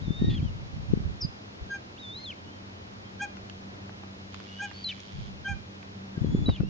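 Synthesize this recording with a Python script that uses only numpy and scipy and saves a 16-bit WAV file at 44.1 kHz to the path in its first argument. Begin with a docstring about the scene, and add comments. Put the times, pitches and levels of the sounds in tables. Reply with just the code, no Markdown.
"""A family of coots on a lake: an adult gives four sharp pips, octave tones turning brassy, and a faint, pure fifth.
The chicks beg in thin, sliding whistles that break into falling peeps, with faint arched whistles between;
a small songbird nearer the shore chirps once. Gusts and single eddies, shaped noise and short thumps,
buffet the microphone ports at the start and the end. The camera ticks and knocks in the hand as resonant bursts,
and its zoom motor whirs for a second in clicks and rasp. A far engine drones over low rumble and soft hiss."""
import sys
import numpy as np
from scipy import signal
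from scipy.fft import rfft, irfft, next_fast_len
from scipy.io import wavfile
from scipy.ndimage import map_coordinates

SR = 44100
rng = np.random.default_rng(int(sys.argv[2]) if len(sys.argv) > 2 else 0)


def dump_mix(stems):
    """Bounce the given channels to the path in sys.argv[1] as a 16-bit WAV at rate SR."""
    frames = np.atleast_2d(stems).T  # one column per channel
    limited = np.clip(frames, -1, 1)  # hard clip at full scale
    pcm = np.round(limited * 32767).astype(np.int16)
    wavfile.write(sys.argv[1], SR, pcm)


N = 295166
TIME = np.arange(N) / SR

# Adult pips. Each row: start in seconds, length in seconds, pitch in Hz, upper voice in dB, lower voice in dB,
# lower voice's entry in seconds, its pitch lift in Hz, upper voice's octave in dB, brightness above the third in dB.
ADULT_PIPS = [(1.691, 0.096, 804, -37, -49, 0.041, -4.5, -13, 1),
              (3.19, 0.082, 791.7, -32.5, -35.5, 0.019, 34.5, -3, -0.5),
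              (4.585, 0.097, 791.7, -36, -39, 0.027, 33.5, -5.5, 0),
              (5.44, 0.11, 786, -35, -39, 0.031, 22, 5.5, -4),
              (6.15, 0.055, 805, -54.5, -101, .01, -3.5, -14, -6)]
# Partials of the adult's two voices. Each row: multiple of the pitch, relative level in dB.
UPPER_PARTIALS = [(2, 2), (4, -7), (6, -26), (8, -21.5)]
LOWER_PARTIALS = [(1, -0.5), (3, 0), (4, -11.5), (5, -27), (6, -23.5), (7, -16.5), (8, -11), (9, -12.5)]
PIP_ATTACK_S, PIP_RELEASE_S, PIP_DROOP_HZ = 0.028, 0.039, 13  # the pitch droops as the pip closes
YIELD_DB = -43.5  # above this level the lower voice takes the drive from the upper one
JOIN_S, LOWER_SAG_DB_PER_S = 0.018, 85.5  # the lower voice swells, then sags
LOWER_RELEASE_S, LOWER_STOPS_EARLY_S = 0.028, 0.0063  # and stops before the upper one
LOWER_STIR_DB = -20.5  # the lower voice stirs faintly before it locks in
OCTAVE_SAG_DB_PER_S = 128  # the upper voice mellows as the pip goes on

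# Chick calls, a thin whistle that breaks into a falling peep. Each row: start, whistle, climb, break, fall and
# tail in seconds, scoop 0-1, whistle from Hz, to Hz, peep in Hz, bend of the fall (1 is straight), tail's end in Hz,
# bend of the tail, whistle in dB, its swell in dB, its overtone in dB, peep in dB, peep's end in dB, tail's rasp 0-1.
BEGGING_CALLS = [(0, .298, .19, .01, .084, .03, .75, 3540, 3730, 3490, 2.8, 2220, 2, -45.5, 11, -30, -45.3, -47.5, .2),
                 (1.969, .289, .115, .02, .049, .029, .95, 3510, 4200, 3680, 1, 2020, 1.3, -42.5, 4, -36, -41, -43.5, .08),
                 (4.732, .113, .1, .011, .064, .027, 0, 4420, 4600, 4050, 5, 2300, 3, -51, 1.5, -30, -31.3, -36.5, .24),
                 (6.183, .275, .16, .004, .105, .036, .6, 3310, 3470, 3930, 2.9, 2340, 3.2, -58, 7, -12, -34.8, -49.5, .42)]
# A second voice cuts in, beats with the first and roughens it. 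Each row: start in seconds, length in seconds,
# from Hz, to Hz, from dB, to dB, added rasp 0-1, first voice's loss in dB, first voice's drop in Hz.
SECOND_VOICES = [(0.19, 0.11, 1834, 1872, -61.5, -55.5, 0.1, 1.5, -0.5),
                 (0.294, 0.064, 1829, 1903, -52.5, -57, 0.45, -0.5, 2.5),
                 (2.191, 0.055, 2090, 2130, -59, -66, 0.18, 7, 1.5),
                 (4.884, 0.032, 3150, 2852, -34.5, -40.5, 0.23, 2, 90.5),
                 (6.492, 0.068, 2735, 3000, -63, -50, 0.22, 3.5, 0.5)]
SCOOP, SCOOP_S = 0.36, 0.017  # a whistle at full scoop starts flat by about this share and slides up
OVERSHOOT, OVERSHOOT_AT_S, OVERSHOOT_S = 0.11, 0.0302, 0.035  # then overshoots before it settles
SCOOP_DB = 27  # level lost per share of pitch while the whistle is still flat
CLIMB_ENDS, SWELL_ENDS = 0.845, 0.75  # shares of the whistle after which pitch and level have settled
JUMP_S = 0.0055  # the level jumps as soon as the voice begins to break
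THROAT_HZ, THROAT_WIDTH_HZ, FLARE_DB = 3093, 59, 7.5  # the falling peep flares at the throat's resonance
TAIL_LOSS_DB = 6  # the voice weakens as it slips off that resonance
PEEP_OVERTONE_DB, TAIL_OVERTONE_DB = -27.5, -10.5
CHICK_ATTACK_S, CHICK_RELEASE_S = 0.0064, 0.009
CALM_RASP = 0.042  # of one voice alone
BEAT = 0.13  # depth to which the second voice modulates the first
WAVER_DB, WAVER, WAVER_RATE = 1.3, 0.003, 55  # level, share of pitch, knots a second
SPUTTER_DB = 3.5  # scale of the uneven spurts at full rasp

# Faint arched whistles between the calls. Each row: start in seconds, length in seconds, crest after seconds,
# from Hz, crest in Hz, to Hz, level in dB, overtone in dB.
ARCHED_WHISTLES = [(0.397, .112, .042, 2850, 3260, 2600, -59.5, -22),
                   (2.426, .192, .132, 2810, 3190, 2770, -65, -18),
                   (3.04, 0.064, 0.041, 3130, 3210, 3110, -62.5, -19),
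                   (4.459, .265, 0.187, 2834, 2993, 2720, -54, -20.5),
                   (6.587, 0.16, .12, 2590, 2846, 2800, -63, -9)]
FALTER_DB, FALTER_RATE = 2.5, 90  # uneven level, knots a second
# A small songbird's high two-step chirp from nearer the shore. Each row: time in seconds, pitch in Hz, level in dB.
SONGBIRD_PATH = [(1.205, 5800, -59), (1.211, 5510, -38), (1.222, 5430, -32), (1.225, 4930, -35.5),
                 (1.244, 4950, -33.5), (1.252, 4910, -37.5), (1.259, 4720, -41.5), (1.264, 4550, -65)]

# Decay of the shore's answer. Each row: frequency in Hz, t60 in seconds.
SHORE_DECAY = [(500, 0.21), (1600, .3), (2400, 0.42), (3500, .47), (5000, 0.49), (10000, 0.17)]
# Colour of the shore's answer. Each row: frequency in Hz, gain in dB.
SHORE_COLOUR = [(800, 5), (1600, -2), (2400, 1.5), (3200, 0), (5500, -11), (9000, -13)]

# Gusts of wind. Each row: start in seconds, hold in seconds, dying time in seconds, relative level in dB,
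# left over right in dB, extra deep buffeting in dB.
WIND_GUSTS = [(-.025, .14, 0.043, -31, 6.5, 0.5), (0.17, 0.13, 0.19, -24.5, 0, -1.5),
              (0.707, 0.13, 0.044, -37.5, -0.5, 2.5), (0.866, 0.21, 0.073, -30.5, -3.5, -0.5),
              (1.194, 0.071, 0.023, -32.5, -13, -1.5), (1.573, 0.11, 0.038, -46.5, 6, -3),
              (5.111, 0.077, 0.17, -37.5, -1, 1.5), (5.469, 0.083, 0.035, -38.5, -9.5, 2.5),
              (6.186, 0.32, 0.031, -24.5, 1.5, -2.5), (6.577, 0.034, 0.087, -26, -0.5, -2.5)]
GUST_RISE_S = 0.045
# Deep buffeting, then the finer swirl of strong puffs. Each row: frequency in Hz, relative density in dB.
BUFFET_SPECTRUM = [(15, -18.5), (30, -7), (80, 2), (150, -1), (220, -7), (320, -47), (500, -41),
                   (1200, -63), (2500, -120)]
SWIRL_SPECTRUM = [(60, -33.5), (170, 5), (270, 9.5), (370, 0.5), (520, -22), (900, -26), (2000, -66),
                  (4000, -120)]
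# The strongest eddies on the ports. Each row: centre in seconds, level in dB, pitch in Hz, left over right in dB.
PORT_EDDIES = [(.081, -19, 144, 2), (0.107, -17, 156, 9), (0.222, -12.5, 184, 5), (0.246, -16, 175, 2),
               (0.29, -22.5, 250, -5.5), (0.314, -21.5, 130, -5), (0.429, -18, 129, -0.5),
               (0.937, -9.5, 178, 9), (0.975, -19.5, 174, 7), (1.062, -23, 74, -13), (1.25, -20.5, 143, -8),
               (1.625, -30, 59, 3), (6.179, -20, 165, 6), (6.246, -16.5, 207, 5.5), (6.349, -12.5, 181, -3),
               (6.486, -13.5, 215, 2), (6.499, -13.5, 99, 2), (6.607, -13.5, 142, 12),
               (6.635, -19.5, 186, -0.5)]

# Zoom motor. Each row: time in seconds, gear rate in Hz, relative level in dB.
ZOOM_RUN = [(4.31, 106.4, -78), (4.325, 102.5, -58), (4.9, 103, -57.5), (5.285, 100.7, -58.5),
            (5.31, 100.7, -86)]
# Rasp of the gears. Each row: frequency in Hz, relative density in dB.
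GEAR_SPECTRUM = [(600, -28), (1500, -12), (2400, -1), (3150, 6.5), (4000, 1.5), (5200, 0.5), (6200, -13),
                 (9000, -18)]
# What a gear click rings with. Each row: frequency in Hz, relative level in dB, t60 in seconds.
LENS_RINGS = [(2330, -11, 0.01), (3320, 2, 0.0048), (4500, -7, .004), (6200, -17, 0.0067)]
# Camera ticks and knocks; the first row is a wind eddy's sharp edge. Each row: start in seconds,
# relative level in dB, centre in Hz, t60 in seconds.
TICKS_AND_KNOCKS = [(0.933, -31, 450, 0.039), (3.369, -34, 2110, .022), (3.498, -30, 2850, 0.016),
                    (3.894, -33.5, 985, .03), (4.034, -36, 1100, 0.033), (4.344, -26, 2620, .014),
                    (4.402, -32, 1170, .018), (4.713, -31.5, 1280, 0.025), (4.980, -34, 1800, 0.011),
                    (5.003, -34.5, 5187, 0.014), (5.829, -32.5, 1810, 0.018), (6.481, -27.5, 650, .033),
                    (6.490, -18, 504, .033), (6.497, -22, 445, 0.025), (6.603, -22, 493, 0.033)]

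# Far engine. Each row: time in seconds, firing rate in Hz, relative level in dB.
ENGINE_DRONE = [(0, 98, -85.5), (2, 97.6, -58.5), (3.3, 97.28, -50), (4.2, 96.74, -46), (5.2, 97.25, -52),
                (6.69, 96.18, -40)]
# Harmonics of the engine. Each row: multiple of the firing rate, relative level in dB.
FIRING_HARMONICS = [(1, 0), (2, 3.5), (3, -9), (4, -14.5)]
# Background level. Each row: time in seconds, far rumble in relative dB, hiss in relative dB.
AIR_LEVELS = [(0, -53, -62), (2.5, -53.5, -62.5), (3.8, -52.5, -62), (5, -55.5, -62), (6.4, -52.5, -62.5),
              (6.69, -56.5, -65.5)]
# Far rumble, then soft hiss. Each row: frequency in Hz, relative density in dB.
RUMBLE_SPECTRUM = [(15, -53.5), (25, -20), (65, -14), (81, -4.5), (97, -0.5), (159, -13.5), (175, -13.5),
                   (191, -3.5), (257, -11.5), (297, -11), (515, -17), (2000, -30.5), (2600, -38.5),
                   (4400, -120)]
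HISS_SPECTRUM = [(700, -18), (1500, -9.5), (2500, -1), (4000, -1.5), (5500, -3), (7000, -9.5), (9500, -6.5)]
# Stereo width of rumble and hiss. Each row: frequency in Hz, side over mid in dB.
BACKGROUND_WIDTH = [(60, -12), (170, -11.5), (290, -6.5), (490, 1.5), (820, 5.5), (1400, 8.5), (2400, 9),
                    (4000, 6), (6700, 0.5)]

# Treble response of the microphone. Each row: frequency in Hz, gain in dB.
MICROPHONE_RESPONSE = [(7000, 0.5), (7500, -9.5), (7750, -17.5), (8000, -57.5)]
# Image of the treble above half the sampling rate. Each row: frequency in Hz, gain in dB.
MIRROR_RESPONSE = [(8300, -3), (8700, -10.5), (9500, -24.5), (10000, -38.5)]
SAMPLER_HZ, TOP_HZ = 16000, 10050  # the camera's own sampling rate and band limit


def adult(jitter=0.0023, shimmer_db=1.0, bloom=0.16):
    """A pip starts as a pure octave; a lower voice, where strong, locks in under it and makes it brassy."""
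    out = np.zeros(N)
    for s, length, hz, upper_db, lower_db, joins, lift_hz, octave_db, bright_db in ADULT_PIPS:
        span, t = during(s, length)
        n = len(span)
        closing = ramp((length - t) / PIP_RELEASE_S)
        stir = amp(LOWER_STIR_DB) * ramp(t / joins)
        locked = np.maximum(ramp((t - joins) / JOIN_S), stir)
        sag = amp(-LOWER_SAG_DB_PER_S * (t - joins))
        lower = locked * sag * ramp((length - LOWER_STOPS_EARLY_S - t) / LOWER_RELEASE_S)
        yielding = np.hypot(1, lower * amp(lower_db - YIELD_DB))
        upper = ramp(t / PIP_ATTACK_S) * closing / yielding
        pitch = hz + lift_hz * lower - PIP_DROOP_HZ * (1 - closing)
        phase = cycle(pitch * (1 + jitter * wobble(400, size=n)))
        mellowing_db = octave_db - OCTAVE_SAG_DB_PER_S * t
        voices = [(upper, upper_db, UPPER_PARTIALS, np.sin, mellowing_db),
                  (lower, lower_db, LOWER_PARTIALS, np.cos, 0)]
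        for effort, level_db, partials, wave, fourth_db in voices:
            for k, db in partials:
                high = k > 3
                # the higher overtones bloom only at full effort
                colour = amp(fourth_db * (k == 4) + bright_db * high) * effort ** (bloom * high)
                level = amp(level_db + db + shimmer_db * wobble(141, size=n))
                out[span] += np.sqrt(2) * effort * colour * level * wave(k * phase)
    return out


def second_voice():
    """A chick's second voice, with the strain, loss, drop and beating it imposes on the first."""
    out, strain = np.zeros(N), np.full(N, CALM_RASP)
    loss_db, drop_hz, second_hz, coupling = np.zeros((4, N))
    for s, length, from_hz, to_hz, from_db, to_db, rasp, takes_db, drags_hz in SECOND_VOICES:
        span, t = during(s, length)
        gate, u = chick_gate(t, length), t / length
        strain[span] += rasp * gate
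        loss_db[span] += takes_db * gate
        drop_hz[span] += drags_hz * gate
        coupling[span] += BEAT * gate
        second_hz[span] = from_hz + (to_hz - from_hz) * u
        gain = gate * amp(from_db + (to_db - from_db) * u)
        out[span] += whistle(second_hz[span], gain, strain[span], PEEP_OVERTONE_DB)
    return out, strain, loss_db, drop_hz, second_hz, coupling


def chicks():
    """Each call climbs and swells, then breaks into a peep that falls, flares and frays, roughened by a second voice."""
    out, strain, loss_db, drop_hz, second_hz, coupling = second_voice()
    for (s, whistle_s, climb_s, break_s, fall_s, tail_s, scoop, from_hz, to_hz, peep_hz, bend, tail_hz,
         tail_bend, whistle_db, swell_db, overtone_db, peep_db, end_db, tail_rasp) in BEGGING_CALLS:
        length = whistle_s + fall_s + tail_s
        span, t = during(s, length)
        swell = ramp(t / whistle_s / SWELL_ENDS)
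        fall = np.clip((t - whistle_s) / fall_s, 0, 1)
        slip = 1 - np.clip((length - t) / tail_s, 0, 1) ** tail_bend

        # pitch: scoop, overshoot and climb, then the break into the falling peep
        climb = ramp(1 + (t - CLIMB_ENDS * whistle_s) / climb_s)
        overshoot = OVERSHOOT * np.exp(-((t - OVERSHOOT_AT_S) / OVERSHOOT_S) ** 2)
        settle = overshoot - SCOOP * np.exp(-(t / SCOOP_S) ** 2)
        whistled = (from_hz + (to_hz - from_hz) * climb) * (1 + scoop * settle)
        peep = peep_hz + (THROAT_HZ - peep_hz) * fall ** bend + (tail_hz - THROAT_HZ) * slip
        broken = ramp((t - whistle_s) / break_s + 0.5)
        hz = (1 - broken) * whistled + broken * peep - drop_hz[span]

        # level and overtone: the whistle's, then the peep's
        loud = ramp((t - whistle_s + break_s / 2) / JUMP_S)
        flat_loss_db = SCOOP_DB * scoop * SCOOP * np.exp(-t / OVERSHOOT_S)
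        whistled_db = whistle_db - swell_db * (1 - swell) - flat_loss_db
        flare_db = FLARE_DB / (1 + ((peep - THROAT_HZ) / THROAT_WIDTH_HZ) ** 2)
        peeped_db = peep_db + (end_db - peep_db) * fall + flare_db - TAIL_LOSS_DB * slip
        db = (1 - loud) * whistled_db + loud * peeped_db
        peep_bright_db = PEEP_OVERTONE_DB + (TAIL_OVERTONE_DB - PEEP_OVERTONE_DB) * slip
        bright_db = (1 - loud) * overtone_db + loud * peep_bright_db

        beating = 1 + coupling[span] * np.sin(cycle(hz - second_hz[span]))
        rasp = np.maximum(strain[span], tail_rasp * fall ** 2)
        gain = chick_gate(t, length) * beating * amp(db - loss_db[span])
        out[span] += whistle(hz, gain, rasp, bright_db)
    return out


def thin_whistles(fade_s=0.027):
    """Between calls a chick whistles faintly and falteringly: the pitch rises to a crest and sinks."""
    out = np.zeros(N)
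    for s, length, crest_s, from_hz, crest_hz, to_hz, db, overtone_db in ARCHED_WHISTLES:
        span, t = during(s, length)
        sinking = np.clip((t - crest_s) / (length - crest_s), 0, 1) ** 1.5
        hz = from_hz + (crest_hz - from_hz) * ramp(t / crest_s) + (to_hz - crest_hz) * sinking
        faltering = amp(db + FALTER_DB * wobble(FALTER_RATE, size=len(span)))
        gain = faltering * ramp(t / fade_s) * ramp((length - t) / fade_s)
        out[span] += whistle(hz, gain, CALM_RASP, overtone_db)
    return out


def songbird(rasp=0.057):
    """A small songbird's short high chirp, a nearly pure tone that steps down in the middle."""
    start, end = SONGBIRD_PATH[0][0], SONGBIRD_PATH[-1][0]
    span, _ = during(start, end - start)
    hz, db = steady(SONGBIRD_PATH)
    out = np.zeros(N)
    out[span] = whistle(hz[span], amp(db[span]), rasp, PEEP_OVERTONE_DB)
    return out


def whistle(hz, gain, rasp, overtone_db, jitter=0.0007, shimmer_db=0.75, rasp_hz=2600, swing=0.125,
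            flutter_hz=700, spurt_rate=330):
    """A nearly pure tone; under strain the membrane flutters and rasps in uneven spurts."""
    n = len(hz)
    rasp = np.clip(rasp, 0, 1)
    spurts_db = SPUTTER_DB * rasp * (wobble(spurt_rate, size=n) - rasp)
    gain = gain * amp(WAVER_DB * wobble(WAVER_RATE, size=n) + spurts_db)
    hz = hz * (1 + WAVER * wobble(WAVER_RATE, size=n))
    unsteady = jitter * wobble(250, size=n) + swing * rasp * wobble(rasp_hz, size=n)
    phase = cycle(hz * (1 + unsteady))
    flutter = np.sin(cycle(flutter_hz * (1 + 0.36 * wobble(flutter_hz, size=n))))
    tone = np.sin(phase) + amp(overtone_db) * np.sin(2 * phase)
    return np.sqrt(2) * gain * amp(shimmer_db * wobble(160, size=n)) * (1 + rasp * flutter) * tone


def chick_gate(t, length):
    """Attack, hold and release of a chick's voice."""
    return ramp(t / CHICK_ATTACK_S) * ramp((length - t) / CHICK_RELEASE_S)


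def lake(x, tail_db, delay_s=0.014, lead_s=0.000012):
    """The birds sit just left of centre; the shore returns a faint diffuse tail of decaying noise."""
    hz, t, z = signal.stft(rng.standard_normal((2, SR // 2)), SR, nperseg=256)
    decay = amp(-60 * t / along(SHORE_DECAY, hz)[:, None])
    tail = signal.istft(z * decay, SR, nperseg=256)[1]
    late = filtered(x, lambda f: amp(along(SHORE_COLOUR, f)) * np.exp(-2j * np.pi * f * delay_s))
    wet = signal.fftconvolve(late[None], tail / np.linalg.norm(tail[0]), axes=1)[:, :N]
    # the left channel leads the right by lead_s
    direct = filtered(x, lambda f: np.exp(1j * np.pi * f * lead_s * np.array([[1], [-1]])))
    return panned(direct, pan_db=0.6) + amp(tail_db) * wet


def wind(buffet_db=-1, swirl_db=14, lumps_db=3.0):
    """Puffs buffet each port on its own; the finer swirl grows with the square of their strength."""
    power, deep = np.zeros((2, 2, N))
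    for s, hold, dying, db, pan_db, deep_db in WIND_GUSTS:
        puff = panned(amp(db) * gust(s, hold, dying), pan_db)
        power += puff ** 2
        deep += (amp(deep_db) * puff) ** 2
    lumps = unit(amp(lumps_db * np.array([wobble(60), wobble(60)])))
    buffeting = amp(buffet_db) * np.sqrt(deep) * rush(BUFFET_SPECTRUM, side_db=1.0)
    swirl = amp(swirl_db) * power * rush(SWIRL_SPECTRUM, side_db=1.5)
    return lumps * (buffeting + swirl)


def gust(s, hold, dying):
    """A gust rises quickly, holds and dies away."""
    return ramp((TIME - s) / GUST_RISE_S) * np.exp(-np.maximum(TIME - s - hold, 0) / dying)


def eddies(cycles=0.79, steepen=0.32):
    """A single eddy is a thump of a cycle or two that reaches the ports at unlike phases."""
    out = np.zeros((2, N))
    for s, db, hz, pan_db in PORT_EDDIES:
        turns = (TIME - s) * hz
        span = np.flatnonzero(abs(turns) < 10)
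        swell = 1 / np.cosh(2 * turns[span] / cycles)
        phase = 2 * np.pi * turns[span] + rng.normal(0, 1.0, (2, 1))
        # a second harmonic steepens the wave where it is strongest
        wave = np.cos(phase) + steepen * swell * np.sin(2 * phase)
        out[:, span] += panned(amp(db) * swell * wave, pan_db)
    return out


def zoom_motor(motor_db=-1.3, click_db=3, fade_db=23):
    """The lens gears click once a turn, ringing the barrel mostly at the right port, and rasp in between."""
    hz, db = steady(ZOOM_RUN)
    turn = cycle(hz) / (2 * np.pi) % 1
    catches = np.diff(turn, prepend=0) < 0
    t = TIME[:SR // 50]
    ring = np.zeros(N)
    for f, level_db, t60 in LENS_RINGS:
        strikes = catches * amp(level_db + 1.6 * wobble(100))
        ringing = amp(-60 * t / t60) * np.sin(2 * np.pi * f * t)
        ring += signal.fftconvolve(strikes, ringing)[:N]
    clicks = panned(amp(click_db) * unit(ring), pan_db=-35)
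    # the rasp fades within each turn
    rasp = unit(amp(-fade_db * turn)) * rush(GEAR_SPECTRUM, side_db=-7.0)
    running = (TIME > ZOOM_RUN[0][0]) & (TIME < ZOOM_RUN[-1][0])
    return running * amp(db + motor_db) * (clicks + rasp)


def ticks_and_knocks(tick_db=-6, soft=0.74):
    """Small dry sounds, the first an eddy's sharp edge: a brief burst through one broad resonance, duller when low."""
    out, t = np.zeros((2, N + SR)), np.arange(SR // 20) / SR
    for s, db, hz, t60 in TICKS_AND_KNOCKS:
        dulling = signal.butter(1, soft * hz, fs=SR)
        noise = signal.lfilter(*dulling, rng.standard_normal((2, len(t))))
        burst = unit(signal.lfilter(*signal.iirpeak(hz, 1, fs=SR), noise))
        out[:, round(s * SR):][:, :len(t)] += amp(db + tick_db - 60 * t / t60) * burst
    return out[:, :N]


def distance(rumble_db=7, hiss_db=10.0, hum_db=-1, fading_db=2):
    """A far engine whose lines fade in the moving air, over a low rumble and a soft hiss."""
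    far_db, air_db = steady(AIR_LEVELS)
    hz, engine_db = steady(ENGINE_DRONE)
    phase = cycle(hz * (1 + 0.0047 * wobble(6)))
    hum = np.zeros(N)
    for k, db in FIRING_HARMONICS:
        hum += amp(db + fading_db * wobble(9.1)) * np.sin(k * phase + 0.37 * wobble(8))
    rumble = amp(far_db + rumble_db + 0.42 * wobble(6.2)) * open_air(RUMBLE_SPECTRUM)
    hiss = amp(air_db + hiss_db) * open_air(HISS_SPECTRUM)
    return amp(engine_db + hum_db) * unit(hum) + rumble + hiss


def open_air(spectrum):
    """Background noise of rms 1: narrow in the bass, very wide in the treble."""
    mid, side = filtered(rng.standard_normal((2, N)), lambda hz: amp(along(spectrum, hz)))
    side = filtered(side, lambda hz: amp(along(BACKGROUND_WIDTH, hz)))
    return unit(np.array([mid + side, mid - side]))


def rush(spectrum, side_db):
    """Stereo noise of rms 1; side_db sets its width."""
    mid, side = filtered(rng.standard_normal((2, N)), lambda hz: amp(along(spectrum, hz)))
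    side = amp(side_db) * side
    return unit(np.array([mid + side, mid - side]))


def panned(x, pan_db):
    """Place a sound by its left-right level difference, at equal power."""
    gains = amp(np.array([[pan_db], [-pan_db]]) / 2)
    return x * gains / np.sqrt(np.mean(gains ** 2, axis=0))


def filtered(x, response):
    """Shape x with a response of frequency."""
    m = next_fast_len(N + SR // 2)
    return irfft(rfft(x, m) * response(np.fft.rfftfreq(m, 1 / SR)), m)[..., :N]


def wobble(rate, size=N):
    """A smooth random curve, rate knots a second."""
    knots = rng.standard_normal(int(size * rate / SR) + 4)
    return map_coordinates(knots, [np.arange(size) * rate / SR])


def cycle(hz):
    """Running phase in radians of a changing frequency."""
    return 2 * np.pi * np.cumsum(hz) / SR


def ramp(u):
    """A smooth step from 0 to 1 as u goes from 0 to 1."""
    return np.sin(np.pi / 2 * np.clip(u, 0, 1)) ** 2


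def during(start, length):
    """The samples of an event and the time since its start."""
    span = np.flatnonzero((TIME >= start) & (TIME < start + length))
    return span, TIME[span] - start


def steady(rows):
    """Each column drawn as a line over the whole scene."""
    s, *cols = np.transpose(rows)
    return [np.interp(TIME, s, c) for c in cols]


def along(points, hz):
    """Read a curve of (Hz, value) points on a log frequency axis."""
    f, v = np.transpose(points)
    return np.interp(np.log(hz + 1), np.log(f + 1), v)


def amp(db):
    """Decibels to gain."""
    return 10 ** (np.asarray(db) / 20)


def unit(x):
    """Scale to rms 1."""
    return x / np.sqrt(np.mean(x ** 2) + 1e-20)


def scene():
    """Birds on the water and near the shore, the wind and the noises at the camera, and the far background."""
    birds = lake(adult(), tail_db=-13.5)
    birds += lake(chicks() + thin_whistles(), tail_db=-19.0)
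    birds += lake(songbird(), tail_db=-11.0)
    return birds + wind() + eddies() + zoom_motor() + ticks_and_knocks() + distance()


def record(dry):
    """The camera samples slowly: it dulls the top treble, mirrors it faintly upward and stops at its band limit."""
    kept = filtered(dry, lambda hz: amp(along(MICROPHONE_RESPONSE, hz)) * (hz < SAMPLER_HZ / 2))
    mirrored = 2 * kept * np.cos(2 * np.pi * SAMPLER_HZ * TIME)
    image = filtered(mirrored, lambda hz: amp(along(MIRROR_RESPONSE, hz)))
    return filtered(kept + image, lambda hz: hz < TOP_HZ)


dry = scene()
out = record(dry)
dump_mix(out)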